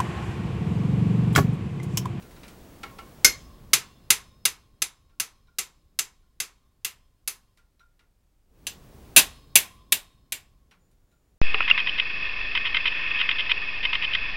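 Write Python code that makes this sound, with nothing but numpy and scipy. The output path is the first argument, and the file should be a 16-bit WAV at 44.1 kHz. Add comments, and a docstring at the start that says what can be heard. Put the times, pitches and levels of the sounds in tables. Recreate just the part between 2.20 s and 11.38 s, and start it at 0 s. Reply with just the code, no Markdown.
"""A hammer strikes a spanner on a bicycle's rear axle nut, then the nut itself, on a tiled porch.
Each blow sets tool, hub and frame clanging, leaves the spokes singing and makes the bicycle shudder.
Handling the tools adds small clinks; the street rumbles, and a faint high whistle comes near the end.
Loud blows overload the recorder, whose gain control turns everything down, street rumble included,
and brings it back up after a quiet spell."""
import sys
import numpy as np
from scipy import signal
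from scipy.fft import rfft, irfft
from scipy.io import wavfile
from scipy.ndimage import uniform_filter1d

SR = 44100
rng = np.random.default_rng(int(sys.argv[2]) if len(sys.argv) > 2 else 0)


def store_pcm(level_fs):
    """Save levels as 16-bit WAV."""
    pcm = np.round(np.clip(level_fs, -1, 1) * 32767).astype(np.int16)
    wavfile.write(sys.argv[1], SR, np.atleast_2d(pcm).T)


N = 404838

# Tone colours of noises. Each row: frequency in Hz, relative strength in dB.
STREET_COLOUR = [(60, -11), (130, -1), (220, -3.5), (350, -6.5), (600, -12), (1000, -20), (1800, -31.5)]
HISS_COLOUR = [(500, 8), (1000, 8.5), (2000, 4), (4000, 1), (8000, -2.5), (15000, -3), (16000, -2)]
SHUDDER_COLOUR = [(30, -3.5), (55, 0.5), (90, -5), (150, -9), (300, -18.5), (600, -28.5)]
RECORDER_COLOUR = [(25, 42), (60, 31.5), (130, 19), (300, 12), (1000, 3.5), (3000, -1.5), (8000, -3.5),
                   (16000, -6)]
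# Hub and frame clanging through the loose spanner, the gripped spanner and the bare nut. Rows as above.
LOOSE_CLANG = [(100, -14.5), (350, -1), (900, -13.5), (1600, -4), (2200, 1.5), (2900, -3.5), (4200, 1),
               (6200, 3), (7800, -6), (9500, -3.5), (11500, -3.5), (13500, -12.5), (16000, -21.5)]
GRIPPED_CLANG = [(100, -13), (260, -9), (400, -4.5), (600, -15.5), (1000, -5), (1500, -5.5), (2300, 3),
                 (3200, 0.5), (4200, 2), (6200, 0), (8500, 0), (10300, 0.5), (12500, -1.5), (14500, -9),
                 (16000, -31)]
BARE_NUT_CLANG = [(100, -9.5), (300, -4), (500, -9.5), (800, -6.5), (1200, -10.5), (1700, -1.5),
                  (2700, 6.5), (4200, 1), (6200, -1.5), (7600, 0), (10000, 1.5), (12200, -0.5),
                  (14200, 0.5), (16000, -23.5)]

# Clinks of handled tools, and knocks as the spanner goes onto the nut.
# Each row: start in seconds, level in dB, extra treble in dB, extra ringing in dB.
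TOOL_CLINKS = [(.022, -54, -9, -6), (.1087, -54.5, -10, -19), (.164, -48.5, -21, -11),
               (0.2323, -43, -18, -13), (.279, -48, -8.5, -13), (2.895, -40.5, -25, -6),
               (3.272, -43, -18, 4.5), (4.02, -51, -15, 2), (5.3724, -29.5, -11, -6), (5.5946, -32, -15, 3),
               (5.7925, -27.5, -19, -11), (8.5107, -28, -22, -13), (8.7119, -54.5, 3, -9),
               (8.915, -51, -6, 1)]
SPANNER_KNOCKS = [(.6315, -29, -22, -7), (.6953, -49.5, -20, -7.5), (.7850, -38.5, -16.5, 1)]
# Hammer blows. Each row: start in seconds, level in dB, extra treble in dB, boost near BODY_HZ in dB.
LOOSE_BLOWS = [(1.0462, 0.5, 1.5, 1.5)]
GRIPPED_BLOWS = [(1.5330, 1.1, -3.5, 2), (1.9037, 4.7, 0.5, 3), (2.2530, 5.96, -0.5, 1.5),
                 (2.6197, 6.13, -3, 0.5), (2.9990, 8.25, -1, -0.5), (3.3853, 8.3, -1, 0),
                 (3.7892, 10.6, 0, 1), (4.2014, 10, -1.5, 1), (4.647, 7.6, 3.5, 3.5),
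                 (5.0759, 8.1, 3.5, -0.5)]
BARE_NUT_BLOWS = [(6.4678, -15, -12, -5.5), (6.9630, 10, 0, -0.67), (7.3554, 10, 4.5, 1.6),
                  (7.7220, 9, 3.5, -0.62), (8.1214, 0.5, 1.5, 2.3)]

# The tones that steel parts ring with.
# Each row: pitch in Hz, relative level in dB, seconds to fade by 60 dB (called t60).
CLINK_TONES = [(1023, -5, .12), (1400, 6.5, 0.27), (1550, -2, 0.17), (2350, -9, 0.16), (3700, -8, 0.29),
               (3860, 0, 0.08), (4020, 1, 0.08), (5720, -7, 0.14)]
KNOCK_TONES = [(813, -4.5, 0.14), (1077, -7.5, .54), (1345, 1.5, 0.14), (1720, -14, .06), (2200, -4, 0.2),
               (2840, -7.5, 0.19)]
LOOSE_TONES = [(1497, -17, .12), (2140, -12, .2), (2185, -14, .18), (3612, -16, .12), (4280, -14, .19),
               (5152, -12, .16), (5390, -13, .12), (5706, -12, .12), (6228, -7, .16), (6342, -9, .13),
               (9383, -14, .11), (11423, -9, .13)]
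GRIPPED_TONES = [(388, -31, 0.2), (1147, -25, 0.13), (1308, -23, 0.18), (2067, -16, 0.11),
                 (2207, -17, 0.11), (2638, -17, 0.11), (2783, -14, 0.11), (3623, -19, 0.11),
                 (3774, -15, 0.11), (3957, -20, 0.11), (4786, -20, 0.11), (5055, -19, 0.11),
                 (5152, -20, 0.11), (6035, -19, 0.11), (6142, -16, 0.11), (6245, -11, 0.11),
                 (6342, -18, 0.11), (6627, -16, 0.11), (7311, -16, 0.11), (9878, -18, 0.11),
                 (10029, -17, 0.11), (10196, -20, 0.11), (10471, -20, 0.11), (11418, -22, 0.11)]
AXLE_TONES = [(1023, -30, 0.2), (1637, -24, 0.1), (2213, -15, 0.1), (2385, -17, 0.1), (2622, -13, 0.11),
              (2783, -10, 0.11), (2950, -14, 0.12), (3134, -18, 0.1), (3612, -21, 0.1), (3962, -17, 0.1),
              (4807, -20, 0.1), (6019, -20, 0.1), (6158, -12, 0.1), (7294, -14, 0.1), (7817, -20, 0.1),
              (9469, -20, 0.1), (9873, -13, 0.1), (10040, -19, 0.1), (13555, -16, 0.13), (13730, -18, 0.14),
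              (13950, -22, 0.15), (14200, -19, 0.16)]
SPOKE_TONES = [(1030, -57, 1.3), (1060, -57, 1.3), (1090, -54, 1.3), (1125, -57, 1.2), (1190, -60, 1.1),
               (2751, -64, 1.1), (3055, -64, 1.1), (3230, -61, 1.1), (3472, -59, 1.1), (3725, -61, 1.1),
               (3811, -62, 1.1), (4107, -60, 1.1), (4307, -62, 1.2), (4398, -63, 1.1), (5039, -63, 1.3),
               (5103, -64, 1.3), (5179, -62, 1.3)]
# How a clang dies away on the porch. Each row: frequency in Hz, t60 in seconds.
PORCH_FADE = [(200, 0.22), (1000, 0.34), (2500, .19), (7000, .18), (11000, 0.15), (15000, 0.17)]
# Bunches of close tones in the hub. Each row: centre in Hz, width in Hz, average boost in dB.
HUB_RESONANCES = [(5146, 120, 1), (2230, 130, 1), (2960, 140, 1), (3776, 300, 0), (6204, 230, 4.5),
                  (7360, 450, 4.5), (10060, 670, 3.5), (14000, 480, 3), (14500, 470, 4.5)]

RING_SAMPLES = SR // 2
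CONTACT_S, BODY_HZ = .0055, 2300  # how long a blow's clang holds; the middle of its body


def from_db(db):
    """Turn decibels into a volume factor."""
    return 10 ** (np.asarray(db) / 20)


def at_hz(points, hz):
    """Read between a table's rows, with octaves evenly spaced."""
    points = np.array(points)
    return np.interp(np.log(hz), np.log(points[:, 0]), points[:, 1])


def fade(t, t60):
    """A volume that drops 60 dB every t60 seconds."""
    return np.exp(-np.log(1000) * t / t60)


def add(out, start_s, sound):
    """Mix a sound in at its start time."""
    start = max(round(start_s * SR), 0)
    out[start:start + len(sound)] += sound[:N - start]


def steady_noise(colour, band_hz):
    """Coloured noise, scaled so that the part inside band_hz has strength 1."""
    hz = np.arange(N // 2 + 1) * SR / N + 1e-3
    low_cut = np.minimum(hz / colour[0][0], 1) ** 2
    high_cut = np.minimum(colour[-1][0] / hz, 1) ** 2
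    spectrum = rfft(rng.standard_normal(N)) * from_db(at_hz(colour, hz)) * low_cut * high_cut
    in_band = (hz > band_hz[0]) * (hz < band_hz[1])
    return irfft(spectrum, N) / np.std(irfft(spectrum * in_band, N))


def background():
    """The street's deep drone and rumble, a soft hiss and a thin electronic whine."""
    drone = steady_noise([(20, -1), (50, -1), (85, -4.5), (130, -11.5)], (30, 110))
    rumble = steady_noise(STREET_COLOUR, (130, 600))
    hiss = steady_noise(HISS_COLOUR, (7000, 14000))
    whine = np.sin(2 * np.pi * 15735 * np.arange(N) / SR)
    return from_db(-55.5) * drone + from_db(-52) * rumble + from_db(-65) * hiss + from_db(-68) * whine


def noise_bands():
    """The raw stuff of a clang: 24 bands of noise, low to high, and their centres in Hz."""
    edges = np.geomspace(80, 17000, 25)
    white = rng.standard_normal((2, RING_SAMPLES + SR // 10))
    bands = []
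    for k in range(24):
        band_pass = signal.butter(2, edges[k:k + 2], "band", fs=SR, output="sos")
        bands.append(signal.sosfilt(band_pass, white[k % 2])[-RING_SAMPLES:])
    return np.array(bands), np.sqrt(edges[1:] * edges[:-1])[:, None]


def clang_envelope(hz, hold_s, porch_db):
    """A clang holds briefly, then the porch answers: near reflections, a wall echo and a weak tail."""
    t = np.arange(RING_SAMPLES) / SR
    direct = fade(np.maximum(t - hold_s, 0), .03) * np.where(hz > 1200, 1, .6)
    near = from_db(porch_db) * fade(t, at_hz(PORCH_FADE, hz))
    echo_age = t - .0195
    echo = from_db(-13.5) * (echo_age > 0) * fade(np.abs(echo_age), .045) * np.exp(-np.log(hz / 6500) ** 2)
    tail = from_db(-23.5) * fade(t, .45) / (1 + (hz / 7000) ** 2)
    swell = 1 - np.exp(-t / (.0001 + 2 / (hz + 1000)))
    return swell * np.sqrt(direct ** 2 + near ** 2 + echo ** 2 + tail ** 2)


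def steel_ring(tones, size, spread_db, waver_hz):
    """Struck steel rings with fading tones; reflections soon make each one waver."""
    t = np.arange(size) / SR
    waver_times = np.arange(0, 2, 1 / waver_hz)
    direct = np.exp(-t * waver_hz / 2)
    out = np.zeros(size)
    for hz, db, t60 in tones:
        strength_db, phase = spread_db * rng.standard_normal(), rng.random()
        # complex numbers carry both a random level and a random phase
        points = [1, 1j] @ rng.standard_normal((2, 400))
        reflected = np.interp(t, waver_times, points[:len(waver_times)]) * np.sqrt(3 / 4)
        waver = direct + np.sqrt(1 - direct ** 2) * reflected
        tone = np.real(waver * np.exp(2j * np.pi * (hz * t + phase)))
        out += from_db(db + strength_db) * fade(t, t60) * tone
    return out * (1 - np.exp(-t / .0003))


def tool_handling(touches, tones, hold_s, porch_db, bounce_s):
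    """Steel lightly touches steel: high tones ring at once, low ones when the loose tool drops back."""
    out = np.zeros(N)
    high = [tone for tone in tones if tone[0] > 2500]
    low = [tone for tone in tones if tone not in high]
    for start_s, level_db, treble_db, ring_db in touches:
        bands, hz = noise_bands()
        bass_db = 4 / (1 + (hz / 1600) ** 4)
        colour_db = at_hz(GRIPPED_CLANG, hz) + bass_db + treble_db / (1 + (4500 / hz) ** 3)
        tick = np.sum(bands * clang_envelope(hz, hold_s, porch_db) * from_db(colour_db), axis=0)
        add(out, start_s, from_db(level_db) * tick)
        for part, delay_s in ((high, 0), (low, bounce_s * rng.uniform(.7, 1))):
            steel = steel_ring(part, RING_SAMPLES, spread_db=1.5, waver_hz=90)
            add(out, start_s + delay_s, from_db(level_db + ring_db - 3.5) * steel)
    return out


def hub_resonance(clang):
    """The hub colours the clang with its own tones, a little differently on each blow."""
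    for hz, width, boost_db in HUB_RESONANCES:
        boost = from_db(boost_db + 2 * rng.standard_normal()) - 1
        clang = clang + boost * signal.lfilter(*signal.iirpeak(hz, hz / width, fs=SR), clang)
    return clang


def hammering(blows, colour, tones, tones_db, porch_db, crack_db, waver_hz):
    """Steel meets steel with a crack; hub and frame clang, the struck part rings, the spokes sing on."""
    out = np.zeros(N)
    shared_bands, hz = noise_bands()
    crack = from_db(crack_db) * fade(np.arange(RING_SAMPLES) / SR, .039) / (1 + (4500 / hz) ** 2)
    envelope = np.hypot(clang_envelope(hz, CONTACT_S, porch_db), crack)
    for start_s, level_db, treble_db, body_db in blows:
        bands = .8 * shared_bands + .6 * noise_bands()[0]  # blows on one spot sound mostly alike
        colour_db = at_hz(colour, hz) + treble_db / (1 + (9000 / hz) ** 6)
        clang = hub_resonance(np.sum(bands * envelope * from_db(colour_db - 2), axis=0))
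        steel = steel_ring(tones, RING_SAMPLES, spread_db=2, waver_hz=waver_hz)
        spokes = steel_ring(SPOKE_TONES, 2 * RING_SAMPLES, spread_db=3, waver_hz=38)
        blow = clang + from_db(tones_db) * steel
        body = signal.lfilter(*signal.iirpeak(BODY_HZ, Q=1.6, fs=SR), blow)
        add(out, start_s, from_db(level_db) * (blow + (from_db(body_db) - 1) * body))
        add(out, start_s, from_db(level_db + 3) * spokes)
    return out


def frame_shudder(blows):
    """Every blow feeds a low shaking of the frame and its stand, which is slow to die."""
    t = np.arange(N) / SR
    power = np.zeros(N)
    for start_s, level_db, *_ in blows:
        shake = from_db(.55 * level_db) * fade(np.abs(t - start_s), t60=7.2)
        power += (t > start_s) * shake ** 2
    return from_db(-43.5) * np.sqrt(power) * steady_noise(SHUDDER_COLOUR, (25, 600))


def thin_whistle(start_s=8.58, hz=7040, wavers_per_s=14):
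    """A very faint high tone sets in near the end, wavers and fades."""
    t = np.arange(N) / SR
    waver_db = 7 * np.interp(t * wavers_per_s, np.arange(256), rng.uniform(-1, 1, size=256))
    age = np.maximum(t - start_s, 0)
    envelope = np.minimum(age / .039, 1) * fade(age, t60=2.9)
    return envelope * from_db(-57 + waver_db) * np.sin(2 * np.pi * hz * t)


def gain_control(sound, target_db=-22, step_db=5.5, step_s=.034, quiet_db=-36, hold_s=1.149):
    """Loud blows turn the volume down in steps; it holds, then glides back up after a quiet spell."""
    hop = 88  # samples between checks of the level
    hop_s = hop / SR
    release_s, smooth_s = .4, .028
    power = uniform_filter1d(sound ** 2, size=441)[::hop]
    step_hops = round(step_s / hop_s)
    gains_db, quiet_s = [0.] * step_hops, 0
    for level_db in 10 * np.log10(np.maximum(power, 1e-12)):
        gain_db = gains_db[-1]
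        if level_db + gain_db > target_db:
            gain_db = max(target_db - level_db, gains_db[-step_hops] - step_db)
            quiet_s = 0
        elif quiet_s > hold_s:
            gain_db = 20 * np.log10(1 - (1 - from_db(gain_db)) * np.exp(-hop_s / release_s))
        else:
            quiet_s = quiet_s + hop_s if level_db + gain_db < quiet_db else 0
        gains_db.append(gain_db)
    keep = np.exp(-hop_s / smooth_s)
    smooth_db = signal.lfilter([1 - keep], [1, -keep], gains_db[step_hops:])
    return sound * from_db(np.interp(np.arange(N) / hop, np.arange(len(smooth_db)), smooth_db))


def scene():
    """One blow on the loose spanner, ten on it gripped and five on the nut, among the quieter sounds."""
    loose = hammering(LOOSE_BLOWS, LOOSE_CLANG, LOOSE_TONES,
                      tones_db=-2, porch_db=-7, crack_db=-6, waver_hz=150)
    gripped = hammering(GRIPPED_BLOWS, GRIPPED_CLANG, GRIPPED_TONES,
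                        tones_db=-1.5, porch_db=-4, crack_db=0, waver_hz=103)
    nut = hammering(BARE_NUT_BLOWS, BARE_NUT_CLANG, AXLE_TONES,
                    tones_db=0, porch_db=-4.5, crack_db=-5.5, waver_hz=100)
    knocks = tool_handling(SPANNER_KNOCKS, KNOCK_TONES, hold_s=.0092, porch_db=-1, bounce_s=.004)
    clinks = tool_handling(TOOL_CLINKS, CLINK_TONES, hold_s=.0028, porch_db=5.5, bounce_s=.012)
    shudder = frame_shudder(LOOSE_BLOWS + GRIPPED_BLOWS + BARE_NUT_BLOWS)
    return (loose + gripped + nut + shudder + knocks + clinks + background() + thin_whistle())[None]


def record(dry):
    """The recorder rides the volume, adds its own noise, squashes peaks and cuts the highest treble."""
    sound = gain_control(dry[0]) + from_db(-85) * steady_noise(RECORDER_COLOUR, (7000, 14000))
    level = np.sqrt(np.maximum(uniform_filter1d(sound ** 2, size=88), 1e-12))
    limited = sound * np.minimum(1, .75 / level)  # quickly holds down the hardest blows
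    flattened = limited / (1 + (limited / .72) ** 4) ** (1 / 4)
    low_pass = signal.ellip(10, .2, 80, 16200, fs=SR, output="sos")
    return signal.sosfiltfilt(low_pass, flattened)[None]


dry = scene()
out = record(dry)
store_pcm(out)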